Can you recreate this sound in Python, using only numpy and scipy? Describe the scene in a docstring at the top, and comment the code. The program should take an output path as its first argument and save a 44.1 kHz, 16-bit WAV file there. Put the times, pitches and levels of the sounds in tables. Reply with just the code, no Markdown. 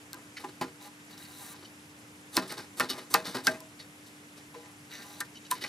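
"""In a yard, a drawknife is pulled along a thin log on sawhorses, over dry rustling shavings.
The blade bites into knots: each bite cracks in the steel and rings the log's bending modes.
Bark tears off in crowds of snapping fibres; laid flat, the blade rasps, and it chinks as it grazes.
Far traffic rumble, air hiss and a faint steady hum lie under it."""
import sys
import numpy as np
from scipy import signal
from scipy.fft import rfft, irfft, next_fast_len
from scipy.io import wavfile

SR = 44100
rng = np.random.default_rng(int(sys.argv[2]) if len(sys.argv) > 2 else 0)


def wav_record(signal):
    """Record a signal, one row per channel, as 16-bit PCM in the file named by sys.argv[1]."""
    frames = np.transpose(np.atleast_2d(signal))
    bounded = np.clip(frames, -1, 1)
    # unit amplitude maps onto the largest positive 16-bit level
    quanta = np.round(bounded * 32767).astype(np.int16)
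    wavfile.write(sys.argv[1], SR, quanta)


N = 250488


def from_db(db):
    """Gain of a level in dB."""
    return 10 ** (np.asarray(db) / 20)


def rms_one(x):
    """Scaled to rms 1."""
    return x / np.sqrt(np.mean(x ** 2) + 1e-20)


def at_hz(points, hz):
    """A curve of (f/Hz, value) read on a log-frequency axis."""
    return np.interp(np.log(hz), np.log(np.array(points)[:, 0]), np.array(points)[:, 1])


def nearness(hz, centre_hz, octaves):
    """Weight that falls off with the pitch distance from a centre."""
    return 1 / (1 + (np.log2(hz / centre_hz) / octaves) ** 2)


def butter(x, order, hz, kind="low"):
    """Butterworth filter."""
    return signal.sosfilt(signal.butter(order, hz, kind, fs=SR, output="sos"), x)


def drift(hz):
    """Smooth random modulation of rms 1."""
    r = np.exp(-80 * np.pi * hz / SR)
    slow = signal.lfilter([1], [1, -2 * r, r * r], rng.standard_normal(N // 40 + 2002))[2000:]
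    return np.interp(np.arange(N) / 40, np.arange(len(slow)), rms_one(slow))


def grit(size, per_s, spread_db):
    """Random clicks of uneven size; rms 1."""
    sizes = from_db(spread_db * np.minimum(rng.exponential(1, size), 4)) * rng.standard_normal(size)
    return rms_one(sizes * (rng.random(size) < per_s / SR))


def resonate(x, peaks):
    """Parallel resonances of (f/Hz, width/Hz, level/dB) with alternating signs."""
    out = 0
    for k, (hz, width, db) in enumerate(peaks):
        r = np.exp(-np.pi * width / SR)
        zeros = (1 - r * r) / 2 * np.array([1, 0, -1])
        poles = [1, -2 * r * np.cos(2 * np.pi * hz / SR), r * r]
        out = out + (-1) ** k * from_db(db) * signal.lfilter(zeros, poles, x)
    return out


def friction_rings(forces, rings):
    """Each ring filters its own friction track twice, so the valleys stay deep."""
    return sum(resonate(resonate(force, [(hz, 2 * width, 0)]), [(hz, width, db)])
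               for (hz, width, db), force in zip(rings, forces))


def add(track, s, sound):
    """Mix a sound into the track at s seconds."""
    at = int(round(s * SR))
    track[..., at:at + sound.shape[-1]] += sound[..., :N - at]


# Tone of the traffic and air bed: f/Hz, relative density/dB
BED_SPECTRUM = [(15, -90), (25, -92), (102, -7.5), (236, -6.5), (263, -39), (301, -10.5), (326, -3),
                (427, -12), (560, -18), (1070, -13.5), (1230, -17.5), (2050, -13), (10100, -24),
                (14000, -32), (16000, -71)]
# Its stereo image: f/Hz, left-right correlation
BED_CORRELATION = [(30, 0.8), (80, 0.98), (300, 0.94), (700, 0.67), (1300, -0.089), (2400, -0.36),
                   (4400, 0.68), (8000, 0.14), (14000, 0.19)]


def traffic_and_air(level_db=-51.5, flicker_db=0.95):
    """Far rumble and hiss: half-octave bands of stereo noise, each flickering on its own."""
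    bed, edges = 0, 22 * 2 ** np.arange(0, 10, .5)
    white = rng.standard_normal((2, 2, N))
    for k, (low, high) in enumerate(zip(edges, edges[1:])):
        mid, side = butter(white[k % 2], 2, [low, high], "band")
        hz = np.sqrt(low * high)
        alike = at_hz(BED_CORRELATION, hz)
        gain = from_db(at_hz(BED_SPECTRUM, hz) + flicker_db * drift(21))
        bed = bed + gain * (np.sqrt(1 + alike) * mid + np.sqrt(1 - alike) * side * [[1], [-1]])
    bed = signal.sosfilt(signal.cheby2(10, 45, 15000, fs=SR, output="sos"), bed)   # distance dulls it
    return from_db(level_db) * rms_one(bed)


def hum(hz=296.9, level_db=-58):
    """A faint sine that wavers a little in pitch and level."""
    phase = 2 * np.pi * np.cumsum(hz + 0.814 * drift(1.28)) / SR
    return np.sqrt(2) * from_db(level_db + 0.076 * drift(1.8)) * np.sin(phase)


def shavings(ticks_per_s=150, level_db=-70):
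    """Dry shavings underfoot tick in sparse, faint clumps."""
    ticks = grit(N, per_s=ticks_per_s * from_db(4.4 * drift(6.4)), spread_db=-2)
    smeared = signal.lfilter([1], [1, -.992], np.abs(ticks)) * rng.standard_normal(N)
    return from_db(level_db) * rms_one(resonate(smeared, [(1200, 2700, 8.7), (4360, 13000, 1.9)]))


# Bites and taps, levels relative within a column: t/s, crack/dB, edge over crack/dB,
# bright ring/dB, its f/Hz, thud/dB, its f/Hz, long woody ring/dB, its f/Hz
BITE_CUES = [(0.131, -28, -3, -46, 1410, -60, 327, -70, 480),
             (0.143, -34, -4, -53, 980, -55.5, 304, -71, 480),
             (0.4392, -54, -16, -35.5, 960, -37, 360, -50, 486),
             (0.6116, -38, -16, -30.5, 930, -43.5, 347, -64, 477),
             (0.6235, -30, -12, -46, 1490, -52, 340, -62, 480),
             (0.641, -50, -12, -46.5, 910, -45.5, 382, -55, 480),
             (1.1777, -37, -10, -77, 886, -83, 291, -79, 480),
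             (1.537, -50, -12, -51.5, 1080, -67, 300, -65, 600),
             (2.3665, -20.5, -0.5, -28.5, 1330, -44.5, 294, -39, 556),
             (2.3684, -5.5, -14, -26.5, 1330, -32.5, 287, -32, 580),
             (2.523, -34.5, 2, -45, 1210, -60, 297, -56, 480),
             (2.589, -29.5, -18, -45, 1560, -58, 246, -60, 483),
             (2.798, -15, -3.5, -20.5, 1240, -43, 305, -56, 480),
             (2.806, -24, -3, -30, 1160, -45, 265, -36, 503),
             (2.899, -18, -21, -58, 1280, -44, 294, -60, 480),
             (2.9039, -19, -16, -44, 1330, -43, 350, -51, 480),
             (3.1394, -5, -7.5, -21.5, 1300, -49, 300, -49, 633),
             (3.142, -3.5, -11, -16, 1240, -35.5, 306, -30.5, 595),
             (3.255, -34, -14, -56, 1500, -71, 250, -61, 480),
             (3.2707, -32, -5, -49, 1000, -38, 205, -56, 480),
             (3.353, -33, -6, -61, 1290, -45.5, 242, -41, 480),
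             (3.4692, -4, -22, -19.5, 1405, -38.5, 251, -32, 670),
             (3.6039, -36, -2, -55.5, 960, -51, 179, -46.5, 640),
             (4.542, -53, -10, -44.5, 930, -59, 380, -43, 563),
             (5.2048, -25, 0, -36, 1390, -64, 305, -59, 480),
             (5.5118, -22, 4, -35, 1680, -64, 350, -60, 480),
             (5.5134, -17, -2.5, -31.5, 1000, -52.5, 384, -50, 474),
             (5.561, -42, -12, -69, 1500, -70, 293, -76, 470),
             (5.582, -38, -12, -70, 1500, -66, 300, -74, 480),
             (5.6165, -45, -12, -51, 1970, -53, 300, -78, 480),
             (5.639, -25.5, -14, -34, 2120, -48, 320, -67, 600)]
# Resonances of the steel blade and of its thin cutting edge: f/Hz, width/Hz, level/dB
STEEL_RINGS = [(4140, 420, 9), (5160, 950, 1), (5900, 380, 0.5), (2520, 7300, -7.5), (11650, 2040, -8)]
EDGE_RINGS = [(8170, 4400, 3), (14600, 4300, -1)]


def bites(crack_rise_s=0.0006, swing_rise_s=0.0014, knock_t60_s=0.055):
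    """The blade cracks into a knot and knocks the wood; returns sound and forces on the log."""
    crack, edge, dull = np.zeros((3, N))
    forces = np.zeros((len(LOG_MODES), N))
    t = np.arange(SR // 10) / SR
    for s, crack_db, edge_db, ring_db, ring_hz, thud_db, thud_hz, woody_db, woody_hz in BITE_CUES:
        burst = t / crack_rise_s * np.exp(1 - t / crack_rise_s) * grit(len(t), per_s=7600, spread_db=-4)
        burst[int(crack_rise_s * SR)] += 6   # the fibre gives way with one sharp snap
        burst = 8.96 * burst / np.linalg.norm(burst)
        add(crack, s, from_db(crack_db) * burst)
        add(edge, s, from_db(crack_db + edge_db) * burst)
        zone_db = [thud_db + 14, woody_db + 21, ring_db + 8]
        add(forces, s, blow_on_log(s, t, zone_db, [thud_hz, woody_hz, ring_hz]))
        envelope = from_db(ring_db + 12.5 - 60 * t / knock_t60_s) * np.minimum(t / 0.0082, 1)
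        knock = envelope * rng.standard_normal(len(t))
        add(dull, s, resonate(knock, [(ring_hz, 900, 0), (thud_hz, 350, -5), (2400, 1200, -6)]))
        # the struck spot swings at once, before the log fills
        swing = t / swing_rise_s * np.exp(-t / swing_rise_s) * np.sin(2 * np.pi * ring_hz * t)
        add(dull, s, from_db(ring_db + 8) * swing)
    return resonate(crack, STEEL_RINGS) + resonate(edge, EDGE_RINGS) + dull, forces


# Where the blade strikes: t/s, share of the log's length from its nearer end
STRIKE_PLACES = [(0.13, 0.315), (0.44, 0.48), (0.62, 0.32), (2.37, 0.37), (2.8, 0.485), (2.9, 0.425),
                 (3.14, 0.13), (3.27, 0.13), (3.35, 0.49), (3.47, 0.302), (4.54, 0.27), (5.2, 0.16),
                 (5.51, 0.087), (5.64, 0.45)]


def blow_on_log(s, t, zone_db, zone_hz, mode_step_hz=195, node_leak=0.47, woody_delay_s=0.00818):
    """A push that each mode takes up by its shape at the struck place."""
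    hz = np.array(LOG_MODES)[:, :1]
    order = np.arange(len(hz))[:, None] + 1
    zone = np.digitize(hz, [420, 700])   # thud, long woody ring, bright ring
    fill_s = np.choose(zone, [0.0043, 0.013, 0.0065])   # time to fill log and sawhorse
    travel_s = 0.00171 * np.sqrt(1000 / hz)   # bending waves travel slower at low pitch
    age = t - travel_s - woody_delay_s * (zone == 1)
    push = np.sin(np.pi * np.clip(age / fill_s, 0, 1)) / (fill_s * SR)
    colour = nearness(hz, np.choose(zone, zone_hz), octaves=np.choose(zone, [0.22, 0.15, 0.43]))
    place = np.interp(s, *np.transpose(STRIKE_PLACES))
    shape = 1.29 * (node_leak + np.abs(np.sin(np.pi * np.round(hz / mode_step_hz) * place)))
    gain = from_db(np.choose(zone, zone_db) + 4.4 * rng.standard_normal(hz.shape))
    swing = (-1) ** order * np.sin(2 * np.pi * hz * age)
    return gain * colour * shape * swing * push


# Bending modes of the log: f/Hz, level/dB, t60/s
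LOG_MODES = [(142, -18, 0.36), (188, -7, 0.22), (259.5, -2.5, 0.17), (321, -2, 0.045), (378.7, -5.5, 0.22),
             (475.6, -14.5, 0.22), (629, -14.5, 0.094), (639, -14.5, 0.28), (823.5, -1.5, 0.1),
             (1010, -1, 0.067), (1190, -2.5, 0.057), (1400, -6, 0.071), (1578, -1.5, 0.076),
             (1810, 0, 0.065), (1988, 0.5, 0.052), (2208, 3.5, 0.025), (2460, -3, 0.04),
             (2594, -3.5, 0.062), (2900, -35, 0.055)]


def log_body(forces):
    """Every mode of the log rings from its own force track."""
    out = np.zeros(N)
    for (hz, db, t60), force in zip(LOG_MODES, forces):
        r, w = from_db(-60 / (t60 * SR)), 2 * np.pi * hz / SR
        out += from_db(db) * signal.lfilter([0, np.sin(w)], [1, -2 * r * np.cos(w), r * r], force + 1e-18)
    return out


# Bark rips and shavings crunch: peak t/s, relative level/dB, wood share/dB, swell/s, t60/s, centre f/Hz
TEAR_CUES = [(0.17, -59.5, 7.5, 0.02, 0.49, 3000), (0.368, -39, -44, 0.0054, 0.18, 2700),
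             (0.402, -49, -3, 0.019, 0.42, 5600), (0.491, -45.5, -2, 0.01, 0.074, 3550),
             (0.614, -34.5, 4, 0.0051, 0.14, 3120), (0.681, -49, -1.5, 0.0097, 0.1, 3000),
             (1.56, -54, -4, 0.02, 0.5, 4000), (1.63, -51.5, 0.5, 0.0097, 0.11, 2980),
             (1.652, -50, -13, 0.007, 0.083, 2970), (2.373, -32, 3, 0.0024, 0.14, 4800),
             (2.421, -41.5, 1, 0.01, 0.24, 3880), (2.48, -41.5, -10, 0.0093, 0.16, 5950),
             (2.5, -33.5, -13.5, 0.01, 0.18, 3700), (2.519, -39, -0.5, 0.01, 0.15, 5930),
             (2.581, -38.5, -2, 0.016, 0.24, 4500), (2.807, -33.5, 4, 0.008, 0.2, 4130),
             (2.902, -26, -15.5, 0.016, 0.12, 4060), (2.93, -45.5, 3, 0.0057, 0.46, 5170),
             (2.981, -39.5, -3.5, 0.0064, 0.19, 3950), (3.149, -35, 4.5, 0.0061, 0.25, 4420),
             (3.262, -32, -5.5, 0.023, 0.24, 4260), (3.292, -41, -5, 0.01, 0.24, 5630),
             (3.352, -31.5, -1, 0.013, 0.21, 3780), (3.476, -35.5, 3.5, 0.0062, 0.26, 5000),
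             (3.544, -52.5, 11, 0.015, 0.1, 3950), (3.799, -43, -13, 0.013, 0.17, 3500),
             (4.068, -49.5, -19, 0.014, 0.15, 6000), (4.378, -49.5, -6, 0.014, 0.16, 5540),
             (5.204, -28, -19, 0.0022, 0.049, 6440), (5.251, -46, -6, 0.0075, 0.073, 5050),
             (5.513, -30, -16, 0.011, 0.14, 6950), (5.553, -42, -7.5, 0.0067, 0.26, 3380),
             (5.62, -33.5, -19, 0.015, 0.39, 3650), (5.641, -40, 0, 0.0081, 0.13, 3950)]
# The blade skates under the bark before a hard bite: t/s, relative level/dB, length/s, swell/length
SKATE_CUES = [(2.312, -36.5, 0.057, 0.99), (2.761, -40, 0.046, 0.41), (3.098, -38, 0.062, 0.2),
              (3.432, -37.5, 0.04, 0.41)]
# Short rings of strips and blade, and the dull wood under the bark: f/Hz, width/Hz, level/dB
TEAR_RINGS = [(1990, 1000, 0), (3017, 160, 1), (3880, 970, 1.5), (4440, 470, -4.5), (5250, 150, -3),
              (6190, 150, -2.5), (8000, 3300, -8.5)]
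WOOD_RINGS = [(333, 156, 1.5), (1200, 2630, 4), (2080, 1780, 5)]


def bark_tears(skate_wood_db=-10, skate_t60_s=0.028, skate_hz=6800):
    """Coarse and fine fibres snap in swelling, dying crowds; returns sound and force on the log."""
    forces, fine, wood = np.zeros((len(TEAR_RINGS), N)), np.zeros(N), np.zeros(N)
    t, hz = np.arange(SR // 3) / SR, np.array(TEAR_RINGS)[:, :1]
    clumps = rms_one(from_db(1.8 * drift(120)))   # fibres give way in bunches
    crowds = [(s - swell, db, wood_db, swell, 0, t60, centre_hz)
              for s, db, wood_db, swell, t60, centre_hz in TEAR_CUES]
    crowds += [(s, db, skate_wood_db, swell * length, length, skate_t60_s, skate_hz)
               for s, db, length, swell in SKATE_CUES]
    for s, db, wood_db, swell, hold, t60, centre_hz in crowds:
        at = rng.integers(N - len(t))
        attack = np.minimum(t / swell, 1) ** 1.2
        decay = from_db(-60 * np.maximum(t - max(swell, hold), 0) / t60)
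        envelope = from_db(db) * attack * decay * clumps[at:at + len(t)]
        snaps = envelope * grit(len(t), per_s=6900, spread_db=-0.5)
        ring_gains = from_db(11 + 1.2 * rng.standard_normal(hz.shape))
        add(forces, s, ring_gains * nearness(hz, centre_hz, 0.86) * snaps)
        fine_db = -14.5 + 10.5 * np.log2(centre_hz / 4100)   # brighter tears hold more fine fibres
        add(fine, s, from_db(fine_db) * envelope * grit(len(t), per_s=21000, spread_db=-1))
        add(wood, s, from_db(wood_db) * envelope * grit(len(t), per_s=6800, spread_db=0))
    fizz = resonate(resonate(fine, [(10500, 21000, 1.1)]), [(8650, 3500, 2), (13500, 2100, 3.7)])
    crunch = from_db(12) * resonate(wood, WOOD_RINGS)
    return friction_rings(forces, TEAR_RINGS) + fizz + crunch, from_db(-33.5) * wood


# Flat strokes: t/s, length/s, level/dB, change over the stroke/dB, treble share/dB,
# relative rasp in the log/dB, rasp start f/Hz, rasp end f/Hz, grit centre f/Hz
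SLIDE_CUES = [(0.801, 0.077, -54.5, 2, -1, -48, 825, 800, 4040),
              (1.095, 0.057, -50.5, -6, -4, -52.5, 1160, 1210, 4000),
              (1.17, 0.088, -51.5, -1.5, -3, -56, 1500, 1300, 4300),
              (1.263, 0.13, -56.5, 6, -1, -54, 1400, 1030, 4300),
              (1.393, 0.14, -52.5, -1.5, 4.5, -49, 1050, 1200, 4600),
              (4.54, 0.16, -59, -6, -12, -53.5, 745, 1120, 3000),
              (4.899, 0.13, -46, -4, -11, -49.5, 2190, 1600, 4800),
              (5.018, 0.2, -53.5, -1.5, -2.5, -51, 900, 1100, 4000)]
# Rings of the blade lying flat: f/Hz, width/Hz, level/dB
FLAT_BLADE_RINGS = [(1870, 540, 0), (2870, 140, 3.5), (3880, 780, 1.5), (4460, 230, 4.5), (5800, 430, 0),
                    (8350, 490, -10), (10000, 1300, -14), (12600, 1900, -11)]


def blade_slides(attack_s=0.013, release_s=0.011, ring_hz=3900, tilt_octaves=0.038, tilt_db_per_s=5):
    """Friction grit rings the blade and rasps in the wood; returns sound and forces on the log."""
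    blade_hz, log_hz = np.array(FLAT_BLADE_RINGS)[:, :1], np.array(LOG_MODES)[:, :1]
    flicker = from_db([3 * drift(20) for _ in FLAT_BLADE_RINGS])
    friction = flicker * grit(N, per_s=3000, spread_db=-4)
    friction /= np.std(friction_rings(friction, FLAT_BLADE_RINGS))
    fine = grit(N, per_s=9100, spread_db=3)
    hiss = rms_one(resonate(fine, [(7950, 51000, 0.43), (11850, 13000, 1.9)]))
    flutter = from_db(1) * rms_one(butter(grit(N, per_s=2200, spread_db=-5), 2, 180))
    rub = grit(N, per_s=4400, spread_db=-9)
    out, pressure, forces = np.zeros(N), np.zeros(flicker.shape), np.zeros((len(LOG_MODES), N))
    for s, length, db, change_db, treble_db, rasp_db, start_hz, end_hz, centre_hz in SLIDE_CUES:
        at = np.arange(round(s * SR), round((s + length + release_s) * SR))
        t = at / SR - s
        progress = t / length
        touch = from_db(-7.5 * (np.maximum(1 - t / attack_s, 0) + np.maximum(t - length, 0) / release_s))
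        level = touch * from_db(db + change_db * progress)
        # the blade tips up along the stroke: its ring rises and the hiss brightens
        pitch_hz = ring_hz * 2 ** (tilt_octaves * progress ** 2)
        ring = flutter[at] * np.sin(2 * np.pi * np.cumsum(pitch_hz) / SR)
        bright = from_db(treble_db + tilt_db_per_s * t)
        out[at] += level * (ring + bright * touch * hiss[at])
        pressure[:, at] += level * nearness(blade_hz, centre_hz, 2.5)
        rasp_hz = start_hz * (end_hz / start_hz) ** progress
        forces[:, at] += touch * from_db(rasp_db - 29) * nearness(log_hz, rasp_hz, 0.63) * rub[at]
    return out + friction_rings(pressure * friction, FLAT_BLADE_RINGS), forces


# The blade grazes the wood: t/s, relative level/dB, length/s
CHINK_CUES = [(1.645, -51.5, 0.013), (5.347, -51.5, 0.035), (5.449, -51.5, 0.021)]
# The rings this wakes: f/Hz, width/Hz, level/dB
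CHINK_RINGS = [(3025, 130, 2.5), (3920, 93, -2), (4460, 98, -1.5), (5840, 99, -5), (4300, 2000, -13.5)]


def blade_chinks():
    """Short gritty touches ring a few narrow modes of the blade."""
    touches = np.zeros(N)
    for s, db, length in CHINK_CUES:
        size = int(length * SR)
        envelope = from_db(db + 21) * signal.windows.tukey(size, .12)
        add(touches, s, envelope * grit(size, per_s=4000, spread_db=4))
    return friction_rings([touches] * len(CHINK_RINGS), CHINK_RINGS)


# Phase between two microphone ports: f/Hz, left lead/rad
LEFT_LEAD = [(300, 0.1), (600, 0.42), (1000, 0.47), (2400, 1.04), (4400, 0.12), (8000, 0.84), (12000, 1.5)]
# Slaps off ground, trailer and walls: delay t/s, left level/dB, right level/dB
SLAPS = [(.009, -52, -52), (0.015, -16.5, -16.5), (0.03, -20.5, -40), (.052, -53, -41)]


def yard_space(x, scatter_db=-15.5, scatter_t60_s=0.039):
    """Two ports hear the work out of phase; shavings and sawhorses scatter treble; dull echoes follow."""
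    size = next_fast_len(N + 4096)
    lead = at_hz(LEFT_LEAD, np.fft.rfftfreq(size, 1 / SR) + 1)
    out = irfft(rfft(x, size) * np.exp(.5j * lead * [[1], [-1]]), size)[:, :N]
    t = np.arange(SR // 20) / SR
    scatter = rng.standard_normal((2, len(t))) * from_db(-60 * t / scatter_t60_s)
    scatter *= from_db(scatter_db) / np.linalg.norm(scatter, axis=1, keepdims=True)
    out += signal.fftconvolve(butter(x, 2, 1500, "high")[None], scatter, axes=1)[:, :N]
    dull = butter(x, 1, 6000)
    for s, left_db, right_db in SLAPS:
        add(out, s, from_db([[left_db], [right_db]]) * dull)
    return out


# Pan of the blade as it works along the log: t/s, left minus right/dB
WORK_PAN = [(0.13, 1), (0.45, -0.5), (0.65, -0.5), (1.5, 0.3), (2.37, 0), (2.8, 0), (3.3, 0.5), (3.5, 0),
            (4.55, 1.5), (5.2, 0), (5.5, 0), (5.65, 0)]


def scene():
    """Knife, log and shavings, panned over the bed of traffic, air and hum."""
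    cracks, blows = bites()
    rips, tearing = bark_tears()
    scrapes, rubbing = blade_slides()
    work = cracks + rips + scrapes + blade_chinks() + shavings() + log_body(blows + tearing + rubbing)
    work = butter(work, 3, 125, "high")   # thin wood radiates no deep bass
    pan_db = np.interp(np.arange(N) / SR, *np.transpose(WORK_PAN))
    return yard_space(work) * from_db(pan_db / 2 * [[1], [-1]]) + traffic_and_air() + hum()


# Notch of the microphone housing: f/Hz, width/Hz, depth (0-1)
HOUSING_DIPS = [(3460, 4350, 0.5)]


def record(dry, cutoff_hz=16700):
    """The microphone housing dips one band; the extreme top is cut."""
    for hz, width, depth in HOUSING_DIPS:
        dry = dry - depth * resonate(dry, [(hz, width, 0)])
    soft = butter(dry, 4, 15500)
    return signal.sosfilt(signal.cheby2(12, 70, cutoff_hz, fs=SR, output="sos"), soft)


dry = scene()
out = record(dry)
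wav_record(out)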